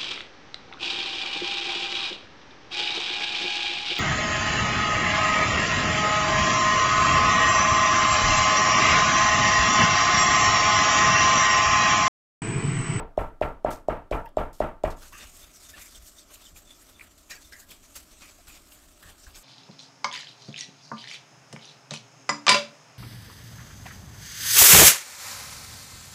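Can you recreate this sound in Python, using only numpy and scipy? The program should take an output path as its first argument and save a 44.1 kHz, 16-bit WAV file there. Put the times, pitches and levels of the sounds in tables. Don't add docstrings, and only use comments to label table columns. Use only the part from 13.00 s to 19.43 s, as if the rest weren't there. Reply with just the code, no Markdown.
import sys
import numpy as np
from scipy import signal
from scipy.fft import rfft, irfft, next_fast_len
from scipy.io import wavfile
from scipy.ndimage import uniform_filter1d

SR = 44100
rng = np.random.default_rng(int(sys.argv[2]) if len(sys.argv) > 2 else 0)


def natural_amplitude(level_db):
    exponent = np.asarray(level_db, float) / 20
    return 10 ** exponent


def inscribe(sig):
    pcm = np.round(np.clip(np.atleast_2d(sig).T, -1, 1) * 32767)
    wavfile.write(sys.argv[1], SR, pcm.astype(np.int16))


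N = 283563
LEAD = 4410
STFT = dict(fs=SR, nperseg=512, noverlap=384)


def evened(x):
    return x / np.sqrt(np.mean(x ** 2) + 1e-20)


def read(points, hz):
    point_hz, value = np.transpose(points)
    return np.interp(np.log(hz + 1), np.log(point_hz + 1), value)


def add(mix, start_s, sound):
    part = mix[LEAD + round(start_s * SR):][:len(sound)]
    part += sound[:len(part)]


def colour(x, db_at):
    size = next_fast_len(len(x))
    gain = natural_amplitude(db_at(np.fft.rfftfreq(size, 1 / SR) + 1))
    return evened(irfft(rfft(x, size) * gain, size)[:len(x)])


def ring(modes, seconds, factor=1):
    t = np.arange(round(seconds * SR)) / SR
    return sum(natural_amplitude(db - 60 * t / max(t60_s, .005)) * np.sin(2 * np.pi * hz * factor * t)
               for hz, db, t60_s in modes)


def grit(size, share, spread_db):
    snap = rng.random(size) < share
    sizes = rng.exponential(1, size)
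    noise = rng.standard_normal(size)
    return noise * (1 + snap * natural_amplitude(spread_db * np.minimum(sizes, 2.5)))


def smooth_noise(size, span):
    return evened(uniform_filter1d(rng.standard_normal(size), span))


def wander(size, span):
    return evened(uniform_filter1d(uniform_filter1d(rng.standard_normal(size), span), span))


def slip_noise(size, spread_db, width_hz):
    return colour(grit(size, .03, spread_db), lambda f: -10 * np.log10(1 + (2 * f / width_hz) ** 4))


# freq_hz, gain_db
HUM_COLOUR = [(59, -39), (100, -1), (134, -7.5), (291, 3), (412, -3.5), (490, -17.5), (597, 0.5),
              (788, -10), (896, -15.5), (1310, -5.5), (1600, -21), (2080, -53), (3520, -120)]
HUM_DB, HISS_DB, HISS_DB_PER_OCTAVE = -64, -76.5, -4


def kitchen():
    hum = colour(rng.standard_normal(N + LEAD), lambda f: read(HUM_COLOUR, f))
    hiss = colour(rng.standard_normal(N + LEAD), lambda f: HISS_DB_PER_OCTAVE * np.log2(np.maximum(f, 1500)))
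    return natural_amplitude(HUM_DB) * hum + natural_amplitude(HISS_DB) * hiss


# freq_hz, gain_db
RUMBLE_COLOUR = [(62, 1), (105, -7), (203, -4.5), (262, -4), (300, -6), (349, 1), (387, -9.5), (632, 1.5),
                 (1090, -8), (1350, -9), (1520, -12.5), (2750, -25), (6000, -52), (7800, -86),
                 (13200, -120)]
# freq_hz, t60_s
RUMBLE_DECAY = [(150, 0.42), (400, 0.32), (1040, 0.32), (2760, 0.34)]
# freq_hz, width_hz, gain_db
RUMBLE_LINES = [(281, 23, 5), (333, 110, 0), (440, 29, 11.5), (930, 44, 7), (890, 28, 5.5), (1190, 29, -1),
                (1190, 64, 5.5), (1347, 20, 12), (1376, 25, 0)]
RUMBLE_TILT_DB_PER_OCTAVE = .2


def rumble(shared):
    hz, t, same = signal.stft(shared, **STFT)
    fresh = signal.stft(evened(grit(len(shared), .012, 4.5)), **STFT)[2]
    alike = np.clip(.75 - hz / 2500, 0, 1)[:, None]
    blend = alike * same + np.sqrt(1 - alike ** 2) * fresh
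    fade_db = -60 * np.maximum(t - .04, 0) / read(RUMBLE_DECAY, hz)[:, None]
    tail = signal.istft(blend * natural_amplitude(fade_db), **STFT)[1]

    def gain_db(f):
        lines_db = sum(db / (1 + (2 * (f - at_hz) / width_hz) ** 2) for at_hz, width_hz, db in RUMBLE_LINES)
        tilt_db = RUMBLE_TILT_DB_PER_OCTAVE * np.log2(np.maximum(f, 200) / 650)
        return read(RUMBLE_COLOUR, f) + lines_db + tilt_db

    tail = colour(tail, gain_db)
    t = np.arange(len(tail)) / SR
    arrival = np.clip((t - .002) / .015, 0, 1)
    rocking = natural_amplitude(3 * np.cos(2 * np.pi * 42 * (t - .018)) * np.exp(-t / .1))
    closing = np.clip((t[-1] - t) / .44, 0, 1)
    return tail * arrival * rocking * closing


# start_s, ring_db, shake_db, rumble_db, crush_db (crush is played by cracking)
BLOW_TABLE = [(-.06, -9, -33, -39.5, -40), (.1772, -9.2, -33, -40, -37), (.4142, -9.5, -34.3, -38, -37),
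              (.6474, -9, -37.5, -37.5, -41.5), (.8852, -9.4, -37.5, -38.5, -39),
              (1.1134, -15, -32.5, -38, -33.5), (1.3712, -9, -34, -38.5, -35.5),
              (1.6041, -9.1, -35.3, -38.5, -33), (1.8389, -9.4, -32.2, -40.5, -32)]
# freq_hz, level_db, t60_s
MORTAR_MODES = [(436, -10, .026), (619, 0, .048), (678, -4, .024), (927, -22, .04), (1250, -21, .016),
                (1900, -21, .012), (2700, -16, .01)]
# freq_hz, level_db, t60_s, delay_s
COUNTER_MODES = [(16.9, -11, 1, .104), (24.5, 11, 0.25, .048), (41.5, 14, 0.18, 0.0031),
                 (60.8, 2, 0.25, 0.012), (88.4, 0.5, 0.3, 0.0083), (152.6, -3.5, 0.32, 0.0023)]
FULL_RING_DB, FLAT_PER_DB = -9, .008
CONTACT_S, SOFTER_S_PER_DB = .00122, .0001
REBOUND_S, REBOUND_DB = .0425, -17


def pounding():
    mix = np.zeros(N + LEAD)
    shared = rng.standard_normal(SR // 2)
    for start_s, ring_db, shake_db, rumble_db, _ in BLOW_TABLE:
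        cushion_db = FULL_RING_DB - ring_db
        contact = round(SR * (CONTACT_S + SOFTER_S_PER_DB * cushion_db))
        jolt = np.gradient(signal.windows.hann(contact))
        knell = np.convolve(ring(MORTAR_MODES, .1, 1 - FLAT_PER_DB * cushion_db), jolt)
        knell = knell / abs(knell).max()
        add(mix, start_s, natural_amplitude(ring_db) * knell)
        add(mix, start_s + REBOUND_S, natural_amplitude(ring_db + REBOUND_DB) * knell)
        for hz, db, t60_s, delay_s in COUNTER_MODES:
            t = np.arange(round(.6 * SR)) / SR
            swell = 1 - np.exp(-t * hz / .6)
            swing = -swell * ring([(hz, db, t60_s)], .6)
            add(mix, start_s + delay_s, natural_amplitude(shake_db) * swing)
        add(mix, start_s, natural_amplitude(rumble_db) * rumble(shared))
    return mix


# freq_hz, gain_db
CRUNCH_COLOUR = [(1470, -9.5), (2500, -12.5), (3340, -7), (4200, -6.5), (5180, -4.5), (5760, -4.5),
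                 (8130, -2.5), (9930, -8), (13200, -4), (15600, -15)]


def crunch_db_at(hz):
    return read(CRUNCH_COLOUR, hz) + 12 * np.log2(np.minimum(hz / 1500, 1))


# start_s, level_db, t60_s, tilt_db_per_octave
SEED_CRACKS = [(0.705, -23, 0.22, -2.5), (1.2547, -34, 0.055, 14), (1.288, -41, .03, 2),
               (1.529, -33.5, 0.37, -1), (1.584, -41, 0.13, -5), (1.903, -27, 0.13, -6),
               (1.971, -44, .25, -3), (2.7955, -38, .05, 0), (3.0225, -32, .05, 1), (3.062, -40, 0.25, 6),
               (4.008, -36, .03, 14), (4.1767, -37, 0.36, -2), (4.7082, -28, .06, 8), (4.955, -25, 0.11, 4),
               (6.0247, -34, 0.088, -3), (5.47, -32, 0.46, -5)]
# start_s, knock_db, knock_hz, scatter_db (knock is played by knocks)
SKID_TABLE = [(0.189, -33.5, 2080, -41.5), (0.4232, -25, 2100, -42), (0.663, -54, 2400, -46.5),
              (0.898, -43, 2500, -45.5), (1.1249, -26.5, 2270, -39), (1.383, -32.5, 2520, -41),
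              (1.6148, -33.5, 2260, -42.5), (1.8495, -27.5, 2080, -38.5)]
BURST_DB = -19
CRUSH_LEAD_S, CRUSH_SNAP_DB, CRUSH_T60_S, CRUSH_TILT_DB_PER_OCTAVE = .0035, 6, .09, -8
SCATTER_HOLD_S, SCATTER_T60_S, SCATTER_TILT_DB_PER_OCTAVE = .028, .29, .5


def cracking():
    mix = np.zeros(N + LEAD)
    t = np.arange(SR // 3) / SR
    crushes = [(start_s - CRUSH_LEAD_S, db + CRUSH_SNAP_DB, CRUSH_T60_S, CRUSH_TILT_DB_PER_OCTAVE, 0)
               for start_s, *_, db in BLOW_TABLE]
    scatters = [(start_s, db, SCATTER_T60_S, SCATTER_TILT_DB_PER_OCTAVE, SCATTER_HOLD_S)
                for start_s, *_, db in SKID_TABLE]
    cracks = [(*row, 0) for row in SEED_CRACKS]
    for start_s, db, t60_s, tilt_db, hold_s in crushes + scatters + cracks:
        burst = colour(grit(len(t), .074, 1.4),
                       lambda f: crunch_db_at(f) + tilt_db * np.log2(np.maximum(f, 2000) / 7000))
        clumps = natural_amplitude(1.4 * smooth_noise(len(t), 250))
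        fade_db = -60 * np.maximum(t - hold_s, 0) / max(t60_s, .01)
        attack = np.minimum(t / .00094, 1)
        add(mix, start_s, natural_amplitude(db + BURST_DB + fade_db) * attack * clumps * burst)
    return mix


# start_s, peak_db, centre_hz, t60_s, tick_db (sharp tick on top, relative)
KNOCK_TABLE = [(1.26, -43, 2740, 0.055, -18), (1.277, -52, 3140, 0.16, -14), (1.26, -46, 1770, 0.058, -27),
               (2.124, -46, 1060, 0.091, -18), (2.6343, -49, 2470, 0.027, -18),
               (2.774, -47, 1010, 0.13, -22), (3.059, -49, 3150, .04, -20), (3.304, -48, 3300, .06, -20),
               (3.315, -48, 630, 0.048, -26), (3.3575, -42, 2920, 0.021, -22),
               (3.5625, -44.5, 2650, 0.025, -39), (3.997, -35, 2250, 0.013, -32),
               (4.0095, -35, 2260, 0.041, -32), (4.308, -31, 2590, 0.14, -3),
               (4.3113, -34, 1870, 0.17, -13), (4.524, -39, 1790, 0.16, -13.5),
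               (4.6186, -48.5, 1730, 0.13, -20), (4.704, -43.5, 3230, 0.26, -14),
               (4.7185, -37, 2470, 0.026, -20), (4.954, -45, 2860, 0.073, -12),
               (5.39, -49, 633, 0.063, -26), (5.721, -39, 3020, 0.039, -5), (6.267, -43, 1600, 0.069, -20),
               (6.3463, -40.5, 2410, 0.12, -2)]
# freq_hz, level_db, t60_s
BOWL_MODES = [(1647, -8, .2), (1938, -6, .1), (2422, -4, .1), (2848, -8, .1), (3989, -2, .07),
              (4592, -3, .15), (5039, -3, .08), (5491, 0, .07), (6837, -3, .08)]
SKID_WIDTH_HZ, SKID_T60_S = 1130, .11
KNOCK_WIDTH = .2
TICK_HZ, TICK_WIDTH_HZ = 5100, 1200
FIRST_TOUCH, RING_PER_S = 9, .08


def hump(f, centre_hz, width_hz):
    return 1 / (1 + (2 * (f - centre_hz) / width_hz) ** 4)


def knocks():
    mix = np.zeros(N + LEAD)
    t = np.arange(SR // 3) / SR
    bowl = ring(BOWL_MODES, .2)
    skids = [(start_s, db, hz, SKID_WIDTH_HZ, SKID_T60_S, -np.inf) for start_s, db, hz, _ in SKID_TABLE]
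    strikes = [(start_s, db, hz, KNOCK_WIDTH * hz, *rest) for start_s, db, hz, *rest in KNOCK_TABLE]
    for start_s, db, hz, width_hz, t60_s, tick_db in skids + strikes:
        fade = natural_amplitude(-60 * np.maximum(t - .01, 0) / max(t60_s, .01))
        contact = grit(len(t), .005, 6) * fade * (t > .01)
        contact[SR // 100 + 1] += FIRST_TOUCH
        ringing = signal.oaconvolve(contact, bowl)[:len(t)]
        rung = contact + RING_PER_S * min(t60_s, .15) * ringing
        knock = colour(rung, lambda f: 10 * np.log10(
            hump(f, hz, width_hz) + natural_amplitude(2 * tick_db) * hump(f, TICK_HZ, TICK_WIDTH_HZ)))
        add(mix, start_s - .01, natural_amplitude(db) * knock / abs(knock).max())
    return mix


# start_s, length_s (before release), level_db, freq_hz, width_hz
RUB_TABLE = [(1.146, .03, -32, 950, 60), (1.165, .05, -40, 1380, 75), (1.19, .085, -42, 900, 75),
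             (1.188, .022, -44, 1730, 100), (2.02, .035, -53, 1500, 250), (2.124, .075, -49, 1190, 80),
             (2.124, .13, -50, 1700, 600), (2.126, .15, -49.5, 2680, 450), (2.126, .09, -54, 6200, 800),
             (2.734, .022, -47, 1760, 70), (2.74, .05, -54, 2750, 300), (2.8, .078, -50, 2200, 600),
             (2.945, .024, -52, 3200, 300), (3.465, .028, -54, 3080, 250), (4.296, .08, -50, 2450, 350),
             (4.305, .018, -45, 3980, 70), (4.306, .025, -46, 5450, 120), (4.315, .05, -55, 4590, 60),
             (4.306, .03, -49, 6650, 300), (4.36, .036, -57, 1650, 80), (4.524, .06, -50, 1980, 300),
             (4.522, .012, -46, 5050, 350), (4.704, .012, -51, 4400, 150), (5.218, .085, -53, 2400, 500),
             (5.495, .085, -54, 2500, 550), (6.025, .085, -52, 1750, 250)]
RUB_RISE_S, RUB_END_S, RUB_FADE_DB, RUB_WANDER_HZ = .003, .008, -5, 14
PURE_HZ = 50


def rubs():
    mix = np.zeros(N + LEAD)
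    t = np.arange(SR // 5) / SR
    for start_s, length_s, db, hz, width_hz in RUB_TABLE:
        slips = slip_noise(len(t), 3, width_hz)
        pitch_hz = hz + RUB_WANDER_HZ * wander(len(t), 900)
        tone = (min(PURE_HZ / width_hz, 1) + slips) * np.sin(2 * np.pi * np.cumsum(pitch_hz) / SR)
        shape = np.clip(np.minimum(t / RUB_RISE_S, (length_s - t) / RUB_END_S + 1), 0, 1)
        add(mix, start_s, natural_amplitude(db + RUB_FADE_DB * t / length_s) * shape * tone)
    return mix


def drift(x, t, centre_hz, lift_db, octaves, patchy_db):
    hz, frame_s, z = signal.stft(x, **STFT)
    patches = uniform_filter1d(rng.standard_normal(z.T.shape), 16, 0)
    patches = evened(uniform_filter1d(patches, 8, 1)).T
    away = np.log2((hz[:, None] + 1) / np.interp(frame_s + t[0], t, centre_hz)) / octaves
    z = z * natural_amplitude(lift_db * np.exp(-away ** 2) + patchy_db * patches)
    return evened(signal.istft(z, **STFT)[1][:len(x)])


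BUILD_UP_DB = 16.5


def swells(t, peak_s, peak_db, rise_s, fall_db_per_s):
    late_s = t - peak_s[:, None]
    rise_db_per_s = BUILD_UP_DB / np.maximum(np.reshape(rise_s, (-1, 1)), .005)
    slope = np.where(late_s < 0, rise_db_per_s, -fall_db_per_s)
    return natural_amplitude(2 * (peak_db[:, None] + slope * late_s))


# time_s, crunch_db, scrape_pitch_hz
WEIGHT_TABLE = [(1.96, -45, 1820), (2.1, -67, 1320), (2.3, -56, 2510), (2.5, -64, 2200),
                (2.75, -60.5, 1720), (3.0, -61, 2280), (3.3, -65.5, 2100), (3.8, -63.5, 2270),
                (4.1, -65, 2030), (4.5, -70, 1990), (4.95, -60, 2520), (5.3, -60.5, 2200),
                (5.9, -61.5, 1900), (6.43, -67, 1710)]
# peak_s, crunch_db, scrape_db, top_db (crunch above 9.5 kHz, relative), rise_s
PUSH_TABLE = [(2.022, -47, -48.5, -2, 0.018), (2.085, -53, -71, -4, .15), (2.129, -53.5, -58, 1, 0.0087),
              (2.18, -50.5, -62, -6, 0.058), (2.225, -51.5, -50.5, -5, 0.069), (2.41, -52.5, -69, 0, 0.2),
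              (2.47, -55.5, -55.5, -2, 0.16), (2.55, -52.5, -73, -6, 0.047), (2.63, -50, -58, -6, 0.059),
              (2.705, -50, -73, -3.5, 0.088), (2.778, -58, -49.5, -4, 0.09), (2.82, -49, -69, 1.5, 0.05),
              (2.86, -51, -65, -1, 0.038), (2.9, -55, -78, -17, 0.065), (2.958, -53, -61.5, -4.5, 0.24),
              (3.07, -47.5, -75, -3, 0.056), (3.192, -50.5, -73, -8.5, 0.052), (3.31, -60, -57, -2, 0.038),
              (3.345, -51.5, -63, 1, 0.049), (3.42, -63, -59, 4, 0.15), (3.473, -52.5, -68, -8, 0.17),
              (3.57, -50, -55.5, -3, 0.032), (3.71, -55, -59.5, -7, 0.094), (3.83, -56, -62, -2, 0.062),
              (3.89, -54.5, -59, -4, 0.042), (4.029, -61, -56, 5, 0.097), (4.2, -65, -69, -11, 0.064),
              (4.306, -44.5, -45.5, -1.5, 0.013), (4.4, -66, -68, -9, .08), (4.47, -55, -66, -6, 0.33),
              (4.525, -53, -57, -3, 0.014), (4.602, -52, -61.5, 0, 0.063), (4.712, -50, -54, -2, 0.042),
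              (4.843, -54, -63, -7, 0.045), (4.962, -44.5, -51.5, -1.5, 0.018),
              (5.12, -57.5, -59.5, -9, 0.053), (5.225, -51.5, -51, -7, 0.024), (5.29, -54, -57.5, -7, 0.08),
              (5.483, -55, -54, 6, 0.011), (5.56, -54, -55.5, -4, 0.11), (5.725, -56.5, -59, 3, 0.073),
              (5.757, -63, -70, -5, .02), (5.839, -60, -58.5, 1, 0.065), (6.03, -59, -54, 7, 0.014),
              (6.1, -55, -53, -0.5, 0.11), (6.233, -50, -58.5, -8, 0.074), (6.29, -58.5, -55, 5, 0.059),
              (6.359, -48.5, -53.5, -5.5, 0.018), (6.39, -55, -77, -2, 0.046)]
# peak_s, level_db
LURCH_TABLE = [(2.02, -51), (2.14, -50.5), (2.26, -51), (2.43, -53), (2.79, -57), (2.97, -50.5),
               (3.53, -49), (4.03, -61), (4.31, -65), (4.45, -57), (4.7, -61), (4.97, -56), (5.12, -55),
               (5.23, -67), (5.48, -54), (6.06, -47), (6.271, -48), (6.38, -60)]
# peak_s, level_db
SQUEAK_TABLE = [(2.415, -67), (2.82, -62), (2.21, -58), (2.44, -57.5), (2.65, -63), (2.71, -60),
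                (2.956, -61), (3.19, -59.5), (3.448, -53.5), (3.67, -65), (3.711, -55), (3.96, -61.5),
                (4.45, -63.5)]
# freq_hz, gain_db
SCRAPE_COLOUR = [(500, 3), (950, 2), (1250, 5.5), (1700, 1), (2200, 1.5), (2700, 3), (3500, 1), (4800, -1),
                 (8000, -100)]
# freq_hz, gain_db
SHAKE_COLOUR = [(12, -27), (20, 5.5), (75, -1.5), (87, -0.5), (113, -22), (140, -24), (180, -9),
                (310, -120)]
CRUNCH_FALL_DB_PER_S, SCRAPE_FALL_DB_PER_S = 233, 196
STEADY_SCRAPE_DB, STEADY_TOP_DB = -4.5, -3.5
CRUNCH_HZ, CRUNCH_HZ_PER_DB = 7210, 160
LURCH_RISE_S, LURCH_FALL_DB_PER_S, TREMBLE_DB = .026, 128, -61
SQUEAK_HZ, SQUEAK_RISE_S, SQUEAK_FALL_DB_PER_S = 3576, .032, 402
SQUEAK_WIDTH_HZ, SQUEAK_WANDER_HZ = 200, 50


def grinding():
    weight_s, weight_db, pitch_hz = np.transpose(WEIGHT_TABLE)
    start_s = weight_s[0]
    t = np.arange(start_s, N / SR, 1 / SR)
    coarse_s = np.arange(start_s, N / SR + 1, 1 / 500)
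    size = len(t)

    def gain(power):
        return np.interp(t, coarse_s, np.sqrt(power))

    steady = natural_amplitude(2 * np.interp(coarse_s, weight_s, weight_db))
    push_s, crunch_db, scrape_db, push_top_db, rise_s = np.transpose(PUSH_TABLE)
    pushes = swells(coarse_s, push_s, crunch_db, rise_s, CRUNCH_FALL_DB_PER_S)
    crunch_power = steady + pushes.sum(0)
    mean_top_db = (push_top_db @ pushes + STEADY_TOP_DB * steady) / crunch_power
    top_db = np.interp(t, coarse_s, mean_top_db)
    scrapes = swells(coarse_s, push_s, scrape_db, rise_s, SCRAPE_FALL_DB_PER_S)
    scrape_power = steady * natural_amplitude(2 * STEADY_SCRAPE_DB) + scrapes.sum(0)
    lurches = swells(coarse_s, *np.transpose(LURCH_TABLE), LURCH_RISE_S, LURCH_FALL_DB_PER_S)
    shake_power = natural_amplitude(2 * TREMBLE_DB) + lurches.sum(0)
    squeaks = swells(coarse_s, *np.transpose(SQUEAK_TABLE), SQUEAK_RISE_S, SQUEAK_FALL_DB_PER_S)

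    crunch_hz = CRUNCH_HZ + CRUNCH_HZ_PER_DB * top_db
    seeds = drift(grit(size, .06, 2.6), t, crunch_hz, lift_db=3.5, octaves=.39, patchy_db=2.5)
    dull = colour(seeds, lambda f: crunch_db_at(f) - 40 * (f > 9500))
    bright = colour(seeds, lambda f: crunch_db_at(f) - 40 * (f <= 9500))
    crunch = .96 * dull + .78 * natural_amplitude(top_db) * bright
    flutter = evened(natural_amplitude(1.57 * smooth_noise(size, 600)))

    scrape_hz = np.interp(t, weight_s, pitch_hz)
    stone = drift(grit(size, .03, 3.8), t, scrape_hz, lift_db=1.5, octaves=.3, patchy_db=1.7)
    scrape = colour(stone, lambda f: read(SCRAPE_COLOUR, f))
    shake = colour(rng.standard_normal(size), lambda f: read(SHAKE_COLOUR, f))

    waver = slip_noise(size, 2.5, SQUEAK_WIDTH_HZ)
    squeak_hz = SQUEAK_HZ + SQUEAK_WANDER_HZ * wander(size, 1500)
    squeak = 2 * evened(waver + .7) * np.sin(2 * np.pi * np.cumsum(squeak_hz) / SR)

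    stones = gain(crunch_power) * crunch + gain(scrape_power) * scrape + gain(squeaks.sum(0)) * squeak
    sound = flutter * stones + gain(shake_power) * shake
    return start_s, sound * np.minimum((t - start_s) / .096, 1)


def scene():
    mix = kitchen() + pounding() + cracking() + knocks() + rubs()
    add(mix, *grinding())
    return mix[None, LEAD:]


def roll_off(x):
    return signal.sosfilt(signal.butter(12, 16320, fs=SR, output="sos"), x)


def record(dry):
    lowpass = signal.firwin(401, 15750, window=("kaiser", 9), fs=SR)
    mix = signal.oaconvolve(dry, lowpass[None], "same")
    return roll_off(mix)


dry = scene()
out = record(dry)
inscribe(out)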